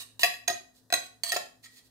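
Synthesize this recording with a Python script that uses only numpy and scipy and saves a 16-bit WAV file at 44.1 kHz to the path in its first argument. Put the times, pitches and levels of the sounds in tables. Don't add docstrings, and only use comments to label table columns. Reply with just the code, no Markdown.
import sys
import numpy as np
from scipy import signal
from scipy.fft import rfft, irfft
from scipy.io import wavfile

SR = 44100
rng = np.random.default_rng(int(sys.argv[2]) if len(sys.argv) > 2 else 0)


def volts(x):
    e = np.asarray(x, float) / 20
    return 10 ** e


def master_out(mix):
    frames = np.transpose(np.atleast_2d(mix))
    ceiling = np.clip(frames, -1, 1)
    pcm = np.round(ceiling * 32767).astype(np.int16)
    wavfile.write(sys.argv[1], SR, pcm)


N = 83790
SECONDS = np.arange(N) / SR
TIP_FROM_S, LIP_FROM_S = 1.2, 1.6
RINGING_LOW_CUT_HZ, SMALL_LOW_CUT_HZ = 310, 630
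THUD_S, THUD_LOW_HZ, THUD_HIGH_HZ = 0.01, 88.5, 450


def at_hz(points, hz):
    points_hz, values = np.transpose(points)
    return np.interp(np.log(np.maximum(hz, 1)), np.log(points_hz), values)


def rms_one(x):
    return x / np.sqrt(np.mean(x ** 2) + 1e-20)


def colour(x, points):
    return irfft(rfft(x) * volts(at_hz(points, np.fft.rfftfreq(N, 1 / SR))), N)


def above(x, hz):
    return signal.sosfilt(signal.butter(4, hz, "high", fs=SR, output="sos"), x)


def ring(clicks, hz, t60):
    radius, angle = volts(-60 / (t60 * SR)), 2 * np.pi * hz / SR
    feedback = [1, -2 * radius * np.cos(angle), radius * radius]
    return signal.lfilter([0, np.sin(angle)], feedback, clicks + 1e-18)


def grit(per_s=5100, spread_db=5.5):
    sizes = volts(spread_db * np.minimum(rng.exponential(1, N), 4)) * rng.choice([-1, 1], N)
    return rms_one(sizes * (rng.random(N) < per_s / SR))


def after_knocks(times, gains, decay_s):
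    jumps = np.zeros(N)
    np.add.at(jumps, (times * SR).astype(int), gains)
    envelope = signal.lfilter([1], [1, -np.exp(-1 / (decay_s * SR))], jumps + 1e-18)
    return jumps, envelope


# start in seconds, length in seconds, then spoon, can and hiss levels in dB.
STROKES = [(-.03, 0.07, -45.5, -62, -44), (0.201, 0.029, -42, -54, -39), (0.324, 0.017, -79, -85, -58),
           (0.732, 0.08, -84.5, -88.5, -65.5), (1.02, 0.06, -63, -92.5, -57.5),
           (1.235, 0.019, -57, -67.5, -46.5), (1.258, 0.0129, -36, -61.5, -49),
           (1.27, 0.026, -40.5, -89, -41), (1.287, 0.019, -35, -64, -43), (1.337, 0.024, -42.5, -61, -38),
           (1.623, 0.04, -68.5, -70, -57.5), (1.635, .02, -56, -57.5, -69.5),
           (1.652, 0.021, -69, -61, -56.5), (1.69, 0.13, -78.5, -77, -62),
           (1.754, 0.049, -70.5, -67, -65.5), (1.83, 0.058, -94, -86, -66)]


def pressure(column):
    out = np.zeros(N)
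    for row in STROKES:
        start, length = row[:2]
        shape = np.interp((SECONDS - start) / length, [0, 0.52, 1], [0, 1, 0])
        out += volts(row[column]) * np.sin(np.pi / 2 * shape)
    return out


# frequency in Hz, left minus right in dB.
BALANCE = [(60, -1.5), (110, -6.5), (200, 3.5), (380, 5.5), (700, -0.5), (1290, 1), (2380, 4.5), (4400, -6),
           (8120, -4.5), (15000, -15.5)]


def to_ports(x, hz, lag_s):
    n = np.arange(N)
    late = np.interp(n - lag_s * SR, n, x)
    half = at_hz(BALANCE, hz) / 2
    return np.array([late * volts(half), x * volts(-half)])


# frequency in Hz, delay in seconds.
LEFT_LAG = [(500, 0.00013), (1400, 0.00013), (2200, 0.000045), (3100, 0.00019), (4500, 0.00018),
            (6500, .00015), (10000, 0.00014)]


def body(modes, knocks, scrape=0):
    out, chatter = 0, grit(per_s=4000, spread_db=0.61)
    s, knock_db, bright_db = np.transpose(knocks)
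    for hz, db, t60 in modes:
        octaves = np.log2(hz / 2000)
        uneven_db = 2 * rng.standard_normal(16)[:len(s)]
        gains = volts(knock_db + bright_db * octaves + uneven_db)
        jumps, tail = after_knocks(s, gains, decay_s=0.0034)
        rubbing = volts(2.5 * octaves) * scrape
        push = 0.64 * jumps + 0.038 * chatter * tail + 0.046 * rubbing
        split = 0.013 * rng.choice([-1, 1]) * rng.uniform(0.61, 1.11)
        twin = ring(push, hz * (1 + split), t60 * 0.95)
        pair = ring(push, hz, t60) + volts(-2.5) * twin
        lag = at_hz(LEFT_LAG, hz) + 0.00001 * rng.standard_normal()
        out = out + rng.choice([-1, 1]) * to_ports(volts(db) * pair, hz, lag)
    return out


# frequency in Hz, level in dB.
AIR = [(15, -49.5), (25, -17.5), (166, -6.5), (463, -13), (1400, -24), (1890, -20), (2220, -48),
       (3620, -24.5), (16000, -26.5)]
# frequency in Hz, likeness from 0 to 1.
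AIR_ALIKE = [(30, .85), (200, 0.2), (1000, 0.9), (8000, .05)]
# frequency in Hz, level in dB, width in Hz.
HUM = [(61.4, -82, 3), (110.77, -71, 1.3), (164, -87.5, 8), (254, -73, 9.8), (447, -84, 19)]


def background():
    alike = at_hz(AIR_ALIKE, np.fft.rfftfreq(N, 1 / SR))
    mid, side = rfft(rng.standard_normal((2, N)))
    air = irfft(np.sqrt(1 + alike) * mid + np.sqrt(1 - alike) * side * [[1], [-1]], N)
    hum, steady = 0, 0.62
    for hz, db, width in HUM:
        waver = rms_one(ring(rng.standard_normal(N + SR), hz, 2.4 / width)[SR:])
        tone = np.sqrt(2 * steady) * np.sin(2 * np.pi * hz * SECONDS)
        hum = hum + volts(db) * (tone + np.sqrt(1 - steady) * waver)
    return volts(-69.5) * rms_one(colour(air, AIR)) + hum * volts([[2.5], [-2.5]])


# frequency in Hz, level in dB, t60 in seconds.
SPOON = [(681, -24, .06), (1147, -14.5, 0.084), (1845, -15, 0.1), (2867, -1, 0.03), (3800, -2.5, 0.036),
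         (4150, -2, 0.01), (4330, 1.5, 0.009), (5670, -15, 0.0085), (7200, -4, 0.0055), (8240, -7.5, 0.044),
         (8450, -6.5, 0.035), (8860, -9, 0.034), (10800, -17, 0.027), (14000, -11.5, .03)]
# time in seconds, level in dB, brightness in dB per octave about 2 kHz.
SPOON_KNOCKS = [
    (.001, -43.5, -3.5),
    (0.015, -48, -7.5),
    (.194, -33.5, 0),
    (0.197, -37, 0.5),
    (0.217, -42, 4),
    (0.2272, -35.5, -4.5),
    (0.2315, -43, 4.5),
]


def spoon(rub):
    return body(SPOON, SPOON_KNOCKS, rub * pressure(column=2) * (SECONDS <= TIP_FROM_S))


# frequency in Hz, level in dB, t60 in seconds.
RIM = [(372, -19.5, 0.074), (606, -27.5, 0.05), (669.3, -11.5, 0.032), (719, -4, 0.13), (1095, -16, 0.058),
       (1345, -11, 0.11), (1700, -9.5, 0.052), (1869, -3, 0.05), (2610, -2.5, 0.021), (3240, -6, 0.043),
       (3950, -2.5, 0.023), (5050, -4.5, 0.024), (5860, -19.5, .04), (6910, -8, 0.02)]
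# time in seconds, level in dB, brightness in dB per octave about 2 kHz.
RIM_KNOCKS = [
    (1.3194, -27, 4.5),
    (1.3215, -57, 14),
    (1.328, -35.5, 1.5),
    (1.337, -38, -5),
    (1.3625, -28.5, -2.5),
    (1.366, -29, 3),
]


def rim(rub):
    return body(RIM, RIM_KNOCKS, rub * pressure(column=3) * (SECONDS < LIP_FROM_S))


# frequency in Hz, level in dB, t60 in seconds.
WALL = [(377.3, -20.5, 0.15), (708.5, -8.5, 0.09), (1256, -15.5, 0.085), (1601, -16, 0.067),
        (1884, -6, 0.09), (2482, -4.5, 0.039), (3367, -8, .04), (3927, 2.5, 0.022), (4800, -3, 0.037),
        (5055, -12.5, 0.1), (5670, -8.5, 0.04), (6502, 0.5, 0.029), (8100, -15, 0.06),
        (11000, -18.5, 0.043)]
# time in seconds, level in dB, brightness in dB per octave about 2 kHz.
WALL_KNOCKS = [
    (.194, -50, 4),
    (.4775, -32.5, 1),
    (.4795, -28, 4),
    (.4815, -26, -3),
    (.5, -29, -2),
    (1.3194, -36.5, 4.5),
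]


def wall(rub):
    return body(WALL, WALL_KNOCKS, 0.2 * rub * pressure(column=3))


# frequency in Hz, level in dB.
CRACK = [(300, -40), (900, -4.5), (2000, 3), (3100, 2.5), (5000, 4), (9000, 5), (13000, 2.5), (16000, -2)]
# frequency in Hz, level in dB.
HISS = [(500, -41), (1200, -7.5), (2500, -1), (4200, 10.5), (6000, 3.5), (9000, 4.5), (13000, -2),
        (16000, -2)]


def contact():
    knocks = [BASE_KNOCKS, WALL_KNOCKS, FAR_WALL_KNOCKS, RIM_KNOCKS, SPOON_KNOCKS, TIP_KNOCKS]
    s, db, bright_db = np.vstack(knocks).T
    pivot_db = -21
    strength = volts(pivot_db + 1.32 * (db - pivot_db - 6 + bright_db))
    envelope = after_knocks(s, strength, decay_s=0.0078)[1]
    shared = 0.26 * rng.standard_normal(N) + 0.5 * grit()
    noise = shared + 0.59 * rng.standard_normal((2, N))
    noise[0] = np.roll(noise[0], round(0.00013 * SR))
    balance = np.array(BALANCE)
    left = colour(noise[0], balance * [1, 0.5])
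    right = colour(noise[1], balance * [1, -0.5])
    noise = np.array([left, right])
    return envelope * colour(noise, CRACK) + pressure(column=4) * colour(noise, HISS)


# frequency in Hz, t60 in seconds.
KITCHEN = [(200, 0.34), (700, 0.35), (2000, .36), (5000, 0.32), (10000, 0.34), (16000, 0.17)]


def kitchen():
    t = np.arange(SR // 2) / SR
    edges = 100 * 2 ** np.arange(0, 7.6, 0.5)
    white, echo = rng.standard_normal((2, 2, len(t))), 0
    for k, (low, high) in enumerate(zip(edges, edges[1:])):
        sos = signal.butter(2, [low, high], "band", fs=SR, output="sos")
        band = signal.sosfilt(sos, white[k % 2])
        tilt_db = -0.5 * k / 2
        echo = echo + band * volts(tilt_db - 60 * t / at_hz(KITCHEN, np.sqrt(low * high)))
    echo = echo * np.clip(t / 0.0012 - 1, 0, 1)
    return volts(-5.5) * echo / np.sqrt(np.sum(echo ** 2) / 2)


# frequency in Hz, level in dB, t60 in seconds.
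BASE = [(388.3, -17, 0.078), (693, 9, 0.033), (1137, -10.5, 0.14), (1702, -6, 0.11), (1905, 5, 0.1),
        (2390, -5.5, 0.05), (2608, 0.5, 0.09), (2870, -5.5, .06), (3333, -5.5, .045), (4006, -3.5, .05),
        (4937, -4.5, 0.043), (6700, -14.5, 0.1), (723.2, 3.5, 0.18), (11650, -13.5, .05)]
# time in seconds, level in dB, brightness in dB per octave about 2 kHz.
BASE_KNOCKS = [
    (.2324, -22.5, 5),
    (.2338, -34, -4.5),
    (.2395, -31, 2.5),
    (.2438, -36, 7),
    (.2482, -33.5, 2),
    (.2565, -36.5, 4.5),
    (.2655, -52, 4.5),
    (.34, -45, 4.5),
]


def base():
    return body(BASE, BASE_KNOCKS)


# time in seconds, level in dB.
THUDS = [
    (0.232, -46),
    (0.249, -55),
    (0.489, -58),
    (0.499, -46.5),
    (0.931, -54),
    (.939, -53),
    (1.336, -57),
    (1.364, -52.5),
]


def thud():
    s, db = np.transpose(THUDS)
    envelope = after_knocks(s, volts(db), THUD_S)[1]
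    band = signal.butter(2, [THUD_LOW_HZ, THUD_HIGH_HZ], "band", fs=SR, output="sos")
    noise = rng.standard_normal(N) + 0.3 * rng.standard_normal((2, N))
    return signal.sosfilt(band, envelope * noise) * np.sqrt(SR / 2 / THUD_HIGH_HZ)


# frequency in Hz, level in dB, t60 in seconds.
FAR_WALL = [(377, -20.5, 0.11), (711, -2.5, 0.064), (1109, -9, 0.059), (1479, -4.5, 0.017),
            (1883, -1.5, 0.024), (2018, -11.5, 0.062), (2503, -2.5, 0.022), (3268, -12, 0.12),
            (4000, 4.5, 0.016), (5020, -5, 0.027), (6437, -1.5, 0.017), (6650, -20.5, 0.067),
            (7820, -9, 0.073), (8500, -13, 0.12)]
# time in seconds, level in dB, brightness in dB per octave about 2 kHz.
FAR_WALL_KNOCKS = [
    (0.9023, -42, -0.5),
    (.9248, -26, 2.5),
    (0.926, -29, -4),
    (.938, -24, 1.5),
    (0.94, -30.5, 0),
    (1.065, -59, 5),
]


def far_wall():
    return body(FAR_WALL, FAR_WALL_KNOCKS)


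# frequency in Hz, level in dB, t60 in seconds.
TIP = [(697, -16, 0.2), (1173, -12, 0.035), (1820, -11, 0.065), (2310, -21, 0.04), (3254, -3, 0.038),
       (4030, -6.5, .025), (4458, 3.5, 0.028), (4720, -21.5, 0.022), (6180, -7.5, 0.023),
       (7345, -14.5, 0.016), (8070, -4, 0.015), (8500, -3, 0.023), (8800, -4, 0.018), (11330, -37.5, 0.014)]
# time in seconds, level in dB, brightness in dB per octave about 2 kHz.
TIP_KNOCKS = [
    (1.2345, -29.5, 1.8),
    (1.2359, -35, 5.8),
    (1.245, -42, 0),
    (1.264, -39.5, -1.1),
    (1.2932, -39, 1.55),
    (1.304, -50, 0.66),
]


def spoon_tip(rub):
    scrape = rub * pressure(column=2) * (SECONDS > TIP_FROM_S)
    return above(body(TIP, TIP_KNOCKS, scrape), SMALL_LOW_CUT_HZ)


# frequency in Hz, level in dB, t60 in seconds.
LIP = [(1333, -12.5, 0.044), (1918, 3, 0.051), (2550, -2, 0.021), (3280, -2, 0.043), (4050, -0.5, 0.027),
       (5120, -6, 0.034), (6840, 2, .012), (8700, -6, 0.013)]
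# time in seconds, level in dB, brightness in dB per octave about 2 kHz.
LIP_KNOCKS = [
    (1.644, -63.5, 0.91),
    (1.659, -53, -1),
    (1.778, -65, 2),
]


def lip():
    scrape = grit() * pressure(column=3) * (SECONDS > LIP_FROM_S)
    return above(body(LIP, LIP_KNOCKS, scrape), SMALL_LOW_CUT_HZ)


def scene():
    rub = grit()
    ringing = base() + wall(rub) + far_wall() + rim(rub) + spoon(rub) + spoon_tip(rub)
    metal = above(ringing, RINGING_LOW_CUT_HZ) + above(contact(), SMALL_LOW_CUT_HZ) + thud()
    room, air = kitchen(), background()
    metal = metal + lip()
    return metal + signal.fftconvolve(metal, room, axes=1)[:, :N] + air


def top_cut(x):
    return signal.sosfilt(signal.butter(12, 16800, fs=SR, output="sos"), x)


def record(dry):
    low_pass = signal.cheby2(12, 60, 16520, fs=SR, output="sos")
    mix = signal.sosfilt(low_pass, dry)
    return top_cut(mix)


dry = scene()
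out = record(dry)
master_out(out)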